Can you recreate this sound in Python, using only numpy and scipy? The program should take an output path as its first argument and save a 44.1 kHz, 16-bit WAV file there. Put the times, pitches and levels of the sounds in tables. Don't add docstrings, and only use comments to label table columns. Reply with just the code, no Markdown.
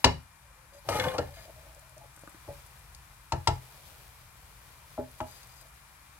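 import sys
import numpy as np
from scipy import signal
from scipy.fft import rfft, irfft, next_fast_len
from scipy.io import wavfile
from scipy.ndimage import uniform_filter1d

SR = 44100
rng = np.random.default_rng(int(sys.argv[2]) if len(sys.argv) > 2 else 0)


def level_to_linear(level):
    exponent = np.asarray(level, float) / 20
    return 10 ** exponent


def to_wav(s):
    ch = np.atleast_2d(s).T
    pcm = np.round(np.clip(ch, -1, 1) * 32767)
    wavfile.write(sys.argv[1], SR, pcm.astype(np.int16))


N = 273081
FAST = next_fast_len(N)
LEFT_LAG_S = 4.3 / SR

# pitch_hz, level_db, t60_s
GRATE_MODES = [(47, -17, 0.4), (78.2, -8, 0.59), (92.5, -3.5, 0.26), (107.5, 5, 0.12), (128.8, 0, 0.35),
               (151, -15, 0.4)]


def on_log(table, hz):
    f, v = np.transpose(table)
    return np.interp(np.log(np.maximum(hz, 1)), np.log(f), v)


def colour(x, table):
    size = next_fast_len(x.shape[-1])
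    gain = level_to_linear(on_log(table, np.fft.rfftfreq(size, 1 / SR)))
    return irfft(rfft(x, size) * gain, size)[..., :x.shape[-1]]


def band(x, low_hz, high_hz):
    return signal.sosfilt(signal.butter(2, [low_hz, high_hz], "band", fs=SR, output="sos"), x)


def unit(x):
    return x / np.sqrt(np.mean(x ** 2))


def curves(table):
    return np.interp(np.arange(N) / SR, *np.transpose(table), -300, -300)


def walk(rate_hz):
    k = int(SR / rate_hz)
    steps = np.repeat(rng.standard_normal(N // k + 1), k)
    return uniform_filter1d(uniform_filter1d(steps, k), k)[:N]


def ring(modes):
    t = np.arange(SR // 3) / SR
    return sum(level_to_linear(db) * np.sin(2 * np.pi * hz * t) * np.exp(-np.log(1000) * t / max(t60_s, 1 / 200))
               for hz, db, t60_s in modes)


def resonate(x, peaks):
    modes = [(hz, db + 10 * np.log10(width_hz), np.log(1000) / (np.pi * width_hz)) for hz, width_hz, db in peaks]
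    return unit(signal.fftconvolve(x, ring(modes))[:N])


def add(out, s, x, db):
    i = int(s * SR)
    out[i:i + len(x)] += (x * level_to_linear(db) / np.max(np.abs(x)))[:N - i]


def grains(rate_hz, spread_db):
    biggest_spreads = 3.5
    chance = rng.random((3, N))
    clicks = (chance[0] < rate_hz / SR) * np.sign(chance[1] - .5)
    size_db = spread_db * np.minimum(-np.log(1 - chance[2]), biggest_spreads)
    return unit(clicks * level_to_linear(size_db))


def push(s, length_s, db):
    edge_share = 0.27
    t = np.arange(N) / SR - s
    rise = np.clip(np.minimum(t, length_s - t) / (length_s * edge_share / 2), 0, 1)
    return level_to_linear(db) * rise ** 2, np.clip(t, 0, length_s) - length_s / 2


def blows():
    # spoon_db, crack_db, thud_db
    hard_rim = [
        (.043, -11.5, 0.44, 6.3, -5),
    ]
    rim = [
        (3.321, -23, 2.8, -1.5, 0),
        (3.4725, -18, 3.4, 2.5, 0),
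    ]
    wall = [
        (4.977, -24.5, -12.5, -42, -12.5),
        (4.994, -30, -20, -42, -18),
    ]
    low_wall = [
        (5.203, -25.5, 0.81, -8, -8.5),
    ]
    landing = [
        (1.181, -19.5, -14, -6.5, -9.5),
    ]
    catch = [
        (.888, -28, -2, 3.5, -6),
        (.9197, -29.5, -1, -4, -5),
        (.945, -28, -5, -10, -14),
        (.996, -36, 3, 11.5, 4),
        (1.038, -42, 13, 8, -5),
        (1.082, -46, 3, 4, -20),
        (1.137, -44, 0, -9.5, -22),
    ]
    buried = [
        (2.477, -34, -12, -33, -1),
    ]
    # pitch_hz, level_db, t60_s
    hard_rim_modes = [(256, -3, 0.19), (374, -6, 0.14), (472, -5.5, 0.12), (572, -11, 0.16),
                      (669, -3.5, 0.068), (785, -12, 0.091), (844, -1.5, .14), (905, 1, 0.083),
                      (957, 17, 0.023), (966, -7, 0.057), (1088, 4, 0.077), (1143, -11, 0.064),
                      (1342, -12.5, 0.11)]
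    rim_modes = [(284, -6.5, 0.12), (338.3, -6.5, 0.22), (435, -13, 0.18), (617, 2, 0.081), (670, 0, 0.11),
                 (716, 6, 0.073), (792, 1, 0.097), (840, 4, 0.15), (908, 20.5, 0.043), (952, 11, 0.029),
                 (1085, -6, 0.1), (1339, 3.5, 0.086)]
    wall_modes = [(256, -8.5, 0.19), (329, -7, 0.075), (388, -11, 0.11), (433, -9, 0.092),
                  (575, -5.5, 0.093), (630, 2, 0.11), (659, -7.5, 0.11), (840, -6, 0.095),
                  (1343, -13, .045)]
    low_wall_modes = [(249, -9.5, 0.22), (332, -14.5, 0.14), (630, -2.5, 0.14), (702, -7, 0.13),
                      (840, -2, 0.15), (1060, -16, 0.059), (1290, -20, 0.11), (1560, -20, 0.073)]
    landing_modes = [(327, -4, 0.06), (486, -3, 0.08), (588, 0, 0.063), (648, -2.5, 0.072),
                     (827, -12.5, 0.085), (1364, 8, 0.027)]
    catch_modes = [(337, -16, 0.14), (475, -5, 0.13), (542, 23, 0.021), (570, 0, 0.12), (710, -2, 0.037),
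                   (817, 9, 0.12), (810, -25, 0.26), (1320, -9, 0.035)]
    buried_modes = [(324, -18, 0.075), (505, -10, 0.063), (569, -6.5, 0.15), (636, 2, 0.062),
                    (847, -7.5, 0.094)]
    # pitch_hz, level_db, t60_s
    spoon_modes = [(326, -10.5, 0.13), (953, 14.5, 0.019), (1299, -3.5, 0.062), (2020, -10.5, 0.035)]
    bright_modes = [(1790, -8, 0.16), (1857, -5, 0.18), (2140, -3, 0.17), (2410, -4, 0.12),
                    (2820, -6, 0.15), (2880, 0, 0.2), (3060, -13, 0.055), (3360, -10, 0.097),
                    (3900, -8, 0.1), (4500, 0, .1), (5060, -9, 0.13), (6100, -13, 0.062),
                    (6420, -7.5, 0.082), (7740, -5, 0.079)]
    jump_modes = [(49.4, -21, .4), (76.3, -7, 0.27), (100, -4.5, 0.15), (121, -6, 0.23), (149.3, -2, 0.18)]
    # pitch_hz, level_db_per_hz
    shell_colour = [(150, -2.5), (260, 0.5), (500, 6), (900, 0), (1300, -13), (1800, -0.5), (3000, -76)]
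    crack_colour = [(710, -75), (1200, 2), (1830, -5.5), (2880, 2.5), (3490, -4.5), (4200, 1.5),
                    (6170, -6.5), (15000, -31.5)]
    twin_spread, twin_db = .025, -5
    soft_top_hz, hard_db, hard_octaves_per_db = 9200, -6.5, 3
    shudder_s, shudder_db = 0.038, -9

    out, t = np.zeros(N), np.arange(SR // 3) / SR
    spoon = ring(spoon_modes)
    bright = sum(ring([(hz * split, db, t60_s) for hz, db, t60_s in bright_modes]) for split in (.991, 1, 1.013))
    crack_env = np.minimum(t / 0.002, 1) * (np.exp(-t / 0.0069) + level_to_linear(-47.0) * np.exp(-t / 0.013))
    # rows, modes, shell_db, build_ms
    places = ((hard_rim, hard_rim_modes, -3, 3.1), (rim, rim_modes, -8, 6.5), (wall, wall_modes, -14, 7.5),
              (low_wall, low_wall_modes, -12, 5.), (landing, landing_modes, -6, 10),
              (catch, catch_modes, -5, 3.5), (buried, buried_modes, -6, 11.6))
    for rows, modes, shell_db, build_ms in places:
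        stove = band(ring(jump_modes if rows is hard_rim else GRATE_MODES), 45, 400)
        build = 1 - np.exp(-t * 1000 / build_ms)
        for s, db, spoon_db, bright_db, thud_db in rows:
            noise = rng.standard_normal((4, len(t)))
            detune = 1 + twin_spread * rng.uniform(-1.1, 1, len(modes))
            twins = [(hz * k, d + twin_db, t60_s) for (hz, d, t60_s), k in zip(modes, detune)]
            add(out, s, (ring(modes) + ring(twins)) * build ** 2, db)
            add(out, s, spoon * np.minimum(t / 0.0012, 1), db + spoon_db)

            top_hz = np.clip(soft_top_hz * 2 ** (hard_octaves_per_db * (bright_db - hard_db)), 1100, 20000)
            shell = band(colour(noise[0], shell_colour), 65, top_hz)
            add(out, s, shell * build * np.exp(-t / 0.022), db + shell_db)
            crack = band(colour(noise[1], crack_colour) * crack_env, 200, top_hz)
            add(out, s, crack, db + bright_db)
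            strike = (noise[2] * np.exp(-t / 0.0012))[:SR // 20]
            add(out, s, signal.fftconvolve(bright, strike), db + bright_db - 7.0)

            add(out, s + 0.0045, signal.fftconvolve(stove, np.hanning(SR // 120)), db + thud_db)
            shudder = signal.fftconvolve(stove, noise[3] * np.exp(-t / shudder_s))
            add(out, s + 0.02013, shudder, db + thud_db + shudder_db)
    return out


def scrape():
    # time_s, level_db
    pressure = [
        [(0.888, -26.5), (0.914, -37.5), (.922, -38), (.94, -47), (.948, -34.5), (0.965, -37), (0.982, -43),
         (0.992, -32)],
        [(0.992, -35), (1.02, -36.5), (1.034, -39), (1.056, -30.5), (1.082, -32.5), (1.1, -45), (1.13, -47),
         (1.152, -37), (1.178, -50), (1.3, -65.5)],
    ]
    # middle_ring_db, high_ring_db, rasp_db, stove_db
    mixes = [
        (2.5, -4.5, -8.5, -8.5),
        (-0.5, -10.5, -18, -5),
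    ]
    # pitch_hz, width_hz, level_db
    low_wall_peaks = [
        [(373, 13, -3), (482.4, 31, 9), (540, 28, 8), (570, 30, -4), (635, 40, 4)],
        [(335, 17, -7.5), (483, 25, -5), (510.4, 12, 9), (570, 16, -10), (628, 25, -3)],
    ]
    middle_wall_peaks = [
        [(815, 35, -9), (840, 27, 7.5), (890, 32, -14), (1080, 35, -25), (1248, 16, 8.5), (1290, 27, -23)],
        [(795, 16, 7), (835, 32, 3.5), (889, 17, 3), (1057, 30, 2), (1149, 21, -1), (1370, 61, -16)],
    ]
    # pitch_hz, width_hz, level_db
    high_peaks = [(1750, 82, -3), (1880, 53, -0.5), (2128, 62, 1.5), (2400, 97, 0), (2950, 130, -2.5),
                  (2830, 40, -22), (3360, 41, -10), (3720, 30, -9), (4060, 11, -5)]
    rasp_peaks = [(4630, 130, -1), (5010, 100, -2.5), (5900, 100, -2), (6350, 90, -4), (7690, 120, -6),
                  (8400, 120, -5), (9500, 150, -6), (10300, 150, -5), (10900, 160, -6), (11900, 150, -7),
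                  (12500, 150, -6), (13300, 150, -8), (14200, 150, -10)]
    brush_peaks = [(4100, 300, -3), (4900, 140, 2), (5600, 300, -6), (6480, 140, -1), (7900, 300, -6)]
    follow = (.5, .25, .3)
    # start_s, peak_db
    chatter = [(0.9203, -39), (0.947, -44), (0.997, -19.5), (1.007, -26), (1.022, -29), (1.0395, -25),
               (1.047, -29), (1.064, -29), (1.0815, -27), (1.098, -40), (1.117, -36), (1.13, -48),
               (1.195, -46)]
    # pitch_hz, level_db, t60_s
    chatter_modes = [(1564, 4, .035), (1770, 2, 0.035), (2163, 2, 0.041), (2420, -9, .03), (2890, 1, 0.042),
                     (3400, -4, 0.04)]
    # start_s, length_s, high_ring_db, rasp_minus_ring_db
    brushes = [
        (0.724, 0.078, -75, 12),
        (1.323, 0.15, -57.5, -1.5),
        (5.255, 0.15, -71.5, 13.5),
        (5.397, .06, -76, 14),
        (5.48, .07, -76.5, 14),
        (5.545, 0.096, -74.5, 14.5),
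    ]
    press_db = -36

    slips = grains(900, 3.0)
    grit = grains(5000, 3.)
    skips = level_to_linear(np.clip(4.5 * walk(90), -7, 2))
    high = resonate(grains(1400, 2.5) * skips, high_peaks)
    wide = unit(band(grit, 4300, 19000))
    rasp = resonate(grit, rasp_peaks) + 0.68 * wide + 0.29 * unit(band(grit, 9800, 21000))
    rasp = unit(rasp) * np.sqrt(skips)
    stove = unit(signal.fftconvolve(rng.standard_normal(N), ring(GRATE_MODES))[:N])

    out = np.zeros(N)
    for part, (*mix_db, stove_db), low, middle in zip(pressure, mixes, low_wall_peaks, middle_wall_peaks):
        db = curves(part)
        gain = level_to_linear(db)
        change_db = np.clip(db - press_db, -12, 12)
        middle_db, high_db, rasp_db = (m + (share - 1) * change_db for m, share in zip(mix_db, follow))
        wall = resonate(slips, low) + level_to_linear(middle_db) * resonate(slips[::-1], middle)
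        out += gain * (wall + level_to_linear(high_db) * high + level_to_linear(rasp_db) * rasp)
        out += uniform_filter1d(gain, SR // 20) * level_to_linear(stove_db) * stove

    for s, db in chatter:
        kick = rng.standard_normal(SR // 200) * np.hanning(SR // 200)
        luck = rng.standard_normal(len(chatter_modes))
        woken = [(hz, d + 4. * k, t60_s) for (hz, d, t60_s), k in zip(chatter_modes, luck)]
        add(out, s, signal.fftconvolve(kick, ring(woken)), db)

    brush = unit(resonate(grit, brush_peaks) + 1.07 * wide)
    for s, length_s, db, rasp_db in brushes:
        out += push(s, length_s, db)[0] * (high + level_to_linear(rasp_db) * brush)
    return out


def rub():
    # start_s, length_s, level_db, floor_mode_hz
    pushes = [(0.4, .3, -71.5, 538), (0.715, 0.091, -60, 570), (0.845, 0.05, -49.5, 813),
              (1.292, .06, -61, 574), (1.366, 0.035, -53.5, 670), (1.397, 0.081, -56.5, 635),
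              (1.475, 0.037, -48.5, 670), (1.537, 0.16, -58.5, 621), (1.64, .12, -67, 833),
              (1.676, 0.096, -64.5, 650), (1.762, 0.031, -58, 590), (1.8, 0.17, -67, 630),
              (1.964, 0.026, -57, 620), (2.01, 0.048, -62, 840), (2.035, 0.031, -61, 583),
              (1.967, .11, -65, 685), (5.608, 0.063, -64, 647)]
    # pitch_hz, width_hz, level_db
    answer_peaks = [(875, 13, 6), (329.6, 6.2, 6), (547, 18, 13)]
    floor_width_hz, sag_hz_per_s, wall_answer_db = 24, 200, -10

    slips = grains(600, 1.9) + 1j * grains(714, 2.3)
    flutter = signal.lfilter([1], [1, -np.exp(-np.pi * floor_width_hz / SR)], slips)
    flutter = np.sqrt(2) * flutter / np.sqrt(np.mean(np.abs(flutter) ** 2))
    wall = level_to_linear(wall_answer_db) * resonate(slips.real, answer_peaks)
    out = np.zeros(N)
    for s, length_s, db, hz in pushes:
        gain, t = push(s, length_s, db)
        on = gain > 0
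        turns = (hz - sag_hz_per_s * t[on] / 2) * t[on]
        floor = np.real(flutter[on] * np.exp(2j * np.pi * turns))
        out[on] += gain[on] * (floor + wall[on])
    return out


def rice():
    # start_s, peak_db, pitch_hz
    ticks = [(.742, -53, 7000), (.793, -49, 11500), (1.748, -43.5, 7660), (1.794, -43.5, 11100),
             (1.8947, -45, 10400), (1.98, -44, 6030), (2.1435, -52, 8100), (2.163, -40.5, 8580),
             (2.193, -43, 7700), (2.2124, -44, 10100), (2.219, -49, 8540), (2.2747, -50, 7820),
             (2.295, -44, 11000), (2.303, -51, 7870), (2.38, -55, 10300), (2.4464, -60, 6100),
             (2.509, -58, 5800), (2.6636, -44, 10500), (2.7931, -48, 12400), (2.9485, -36, 4800),
             (5.114, -44.5, 11000), (5.1522, -50, 9900), (5.19, -45, 10500), (5.205, -38, 3300),
             (5.217, -47, 10000), (5.432, -43, 4500), (5.669, -50, 9300), (5.684, -50, 8500),
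             (5.312, -41, 11000), (5.472, -45, 11500), (5.6127, -41, 11600)]
    # start_s, low_peak_db, middle_minus_low_db, upper_minus_low_db
    lumps = [
        (2.176, -56.5, 3, 9),
        (2.236, -47.5, 7.5, -15),
        (2.276, -44.5, 0, 8.5),
        (2.346, -45, -10, -2),
    ]
    # pitch_hz, level_db, t60_s
    lump_modes = [
        [(318, 1, 0.044), (190, -9, 0.033)],
        [(566, 6, 0.028), (670, -4, 0.033), (890, -10, .03)],
        [(1225, 3, 0.021), (1470, 1, 0.021)],
    ]

    out, t = np.zeros(N), np.arange(SR // 50) / SR
    for s, db, hz in ticks:
        ping = np.sin(2 * np.pi * hz * t) * np.exp(-t / 0.00052)
        spray = band(rng.standard_normal(len(t)), 0.61 * hz, min(2.0 * hz, 16000)) * np.exp(-t / 0.0039)
        add(out, s, ping + 0.49 * spray, db)
    for s, db, *above_db in lumps:
        for modes, more_db in zip(lump_modes, (0, *above_db)):
            add(out, s, ring(modes), db + more_db)
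    return out


def bed():
    # time_s, level_db
    stir = [(0, -52), (.26, -100), (.72, -83), (.878, -49), (.892, -50), (1.05, -41.5), (1.15, -54),
            (1.41, -55), (2.2, -64), (2.5, -54), (3.3, -62), (3.52, -54), (4, -52.5), (4.3, -57.5),
            (5.2, -54.5), (5.43, -54.5), (5.7, -59.5), (6.19, -62.5)]
    # pitch_hz, level_db_per_hz
    rice_colour = [(2500, 3.5), (4500, 3), (7000, -1.5), (10000, 1.5), (13000, 2), (15500, -1)]
    heap_db, average_stir_db, heap_db_per_stir_db = -73, -57, 2.
    fizz_flicker_db = 1.2

    stir_db = curves(stir)
    clicks = np.array([grains(6000, 5.6), grains(7800, 3.8)])
    fizz = unit(colour(clicks + 0.012 * clicks[::-1], rice_colour))
    fizz = fizz * level_to_linear(stir_db) * level_to_linear(fizz_flicker_db * walk(25.1))
    murmur = unit(band(band(rng.standard_normal(N), 400, 1050), 350, 1130))
    level_db = heap_db + heap_db_per_stir_db * np.minimum(stir_db - average_stir_db, 8)
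    heap = murmur * level_to_linear(level_db) * level_to_linear(0.5 * walk(21.3))
    return fizz * level_to_linear(np.array([[-1.5], [-4.5]])) + heap * level_to_linear(np.array([[.8], [-.8]]))


def ports(x):
    # pitch_hz, left_minus_right_db
    pot_balance = [(60, 3), (150, 3), (300, 0), (600, 4), (1200, 3), (2400, 4.5), (4500, 10), (8500, 12.5),
                   (14000, 4)]
    hz = np.fft.rfftfreq(FAST, 1 / SR)
    half = level_to_linear(on_log(pot_balance, hz) / 2)
    paths = np.array([half * np.exp(-2j * np.pi * hz * LEFT_LAG_S), 1 / half])
    return irfft(rfft(x, FAST) * paths, FAST)[:, :N]


def room(x):
    low_t60_s, low_db = 0.23, -18.5
    top_t60_s, top_db = 0.26, -10
    t = np.arange(SR // 3) / SR
    onset = np.clip(t / 0.0024 - .3, 0, 1)
    noise = rng.standard_normal((2, 2, len(t))) * onset / np.sqrt(SR / 50)
    low = band(noise[0], 164, 1600)
    top = signal.sosfilt(signal.butter(1, 1200, "high", fs=SR, output="sos"), noise[1])
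    tail = level_to_linear(low_db + 11.5) * low * 1000. ** (-t / low_t60_s)
    tail = tail + level_to_linear(top_db) * top * 1000. ** (-t / top_t60_s)
    return signal.fftconvolve(x[None], tail, axes=1)[:, :N]


def kitchen():
    # pitch_hz, level_db_per_hz
    air_colour = [(15, -28), (25, -8), (55, 1.5), (97, -8), (134, -4), (212, -31), (285, -23.5), (416, -30),
                  (962, -13.5), (2280, -20), (2480, -22), (3080, -26), (6210, -28.5), (11300, -26.5),
                  (16000, -37)]
    # pitch_hz, share
    likeness = [(60, 0.96), (300, 0.93), (1000, 0.36), (4000, 0.14), (12000, 0.026)]
    # pitch_hz, left_minus_right_db
    air_balance = [(60, 1), (110, 3.5), (200, 4), (380, 0.5), (700, 3.5), (1290, 2.5), (2380, 5.5),
                   (4400, 7), (8120, 8), (15000, 7)]
    # pitch_hz, level_db
    whine_tones = [(186, -77), (2395, -73)]
    air_db, swell_db, swells_per_s = -56, -3.5, 2.22

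    hz = np.fft.rfftfreq(FAST, 1 / SR)
    share = np.clip(on_log(likeness, hz), 0, 1)
    common, left, right = rfft(rng.standard_normal((3, N)), FAST)
    lag = np.exp(-2j * np.pi * hz * LEFT_LAG_S * np.array([[1], [0]]))
    both = np.sqrt(share) * common * lag + np.sqrt(1 - share) * np.array([left, right])
    lean = level_to_linear(on_log(air_balance, hz) / 2 * np.array([[1], [-1]]))
    air = irfft(both * lean * level_to_linear(on_log(air_colour, hz)), FAST)[:, :N]
    air = air * level_to_linear(air_db) / np.sqrt(np.mean(air.mean(axis=0) ** 2))
    bass = signal.sosfiltfilt(signal.butter(3, 190, fs=SR, output="sos"), air)
    hiss = (air - bass) * level_to_linear(.8 * walk(4))
    rumble = bass * level_to_linear(swell_db * walk(swells_per_s) + 0.25 * walk(2.0))
    t = np.arange(N) / SR
    whine = sum(np.sqrt(2) * level_to_linear(db) * np.sin(2 * np.pi * f * t + 1.8 * walk(13)) for f, db in whine_tones)
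    return hiss + rumble + whine


def scene():
    pot = blows() + scrape() + rub() + rice()
    return ports(pot) + room(pot) + bed() + kitchen()


def roll_off(x):
    return signal.sosfilt(signal.butter(12, 15840, fs=SR, output="sos"), x)


def record(dry):
    ceiling, top_hz = .84, 15830
    x = signal.sosfilt(signal.butter(5, 40, "high", fs=SR, output="sos"), dry)
    x = x / (1 + (x / ceiling) ** 4) ** (1 / 4)
    x = signal.sosfilt(signal.ellip(10, .2, 80, top_hz, fs=SR, output="sos"), x)
    return roll_off(x)


dry = scene()
out = record(dry)
to_wav(out)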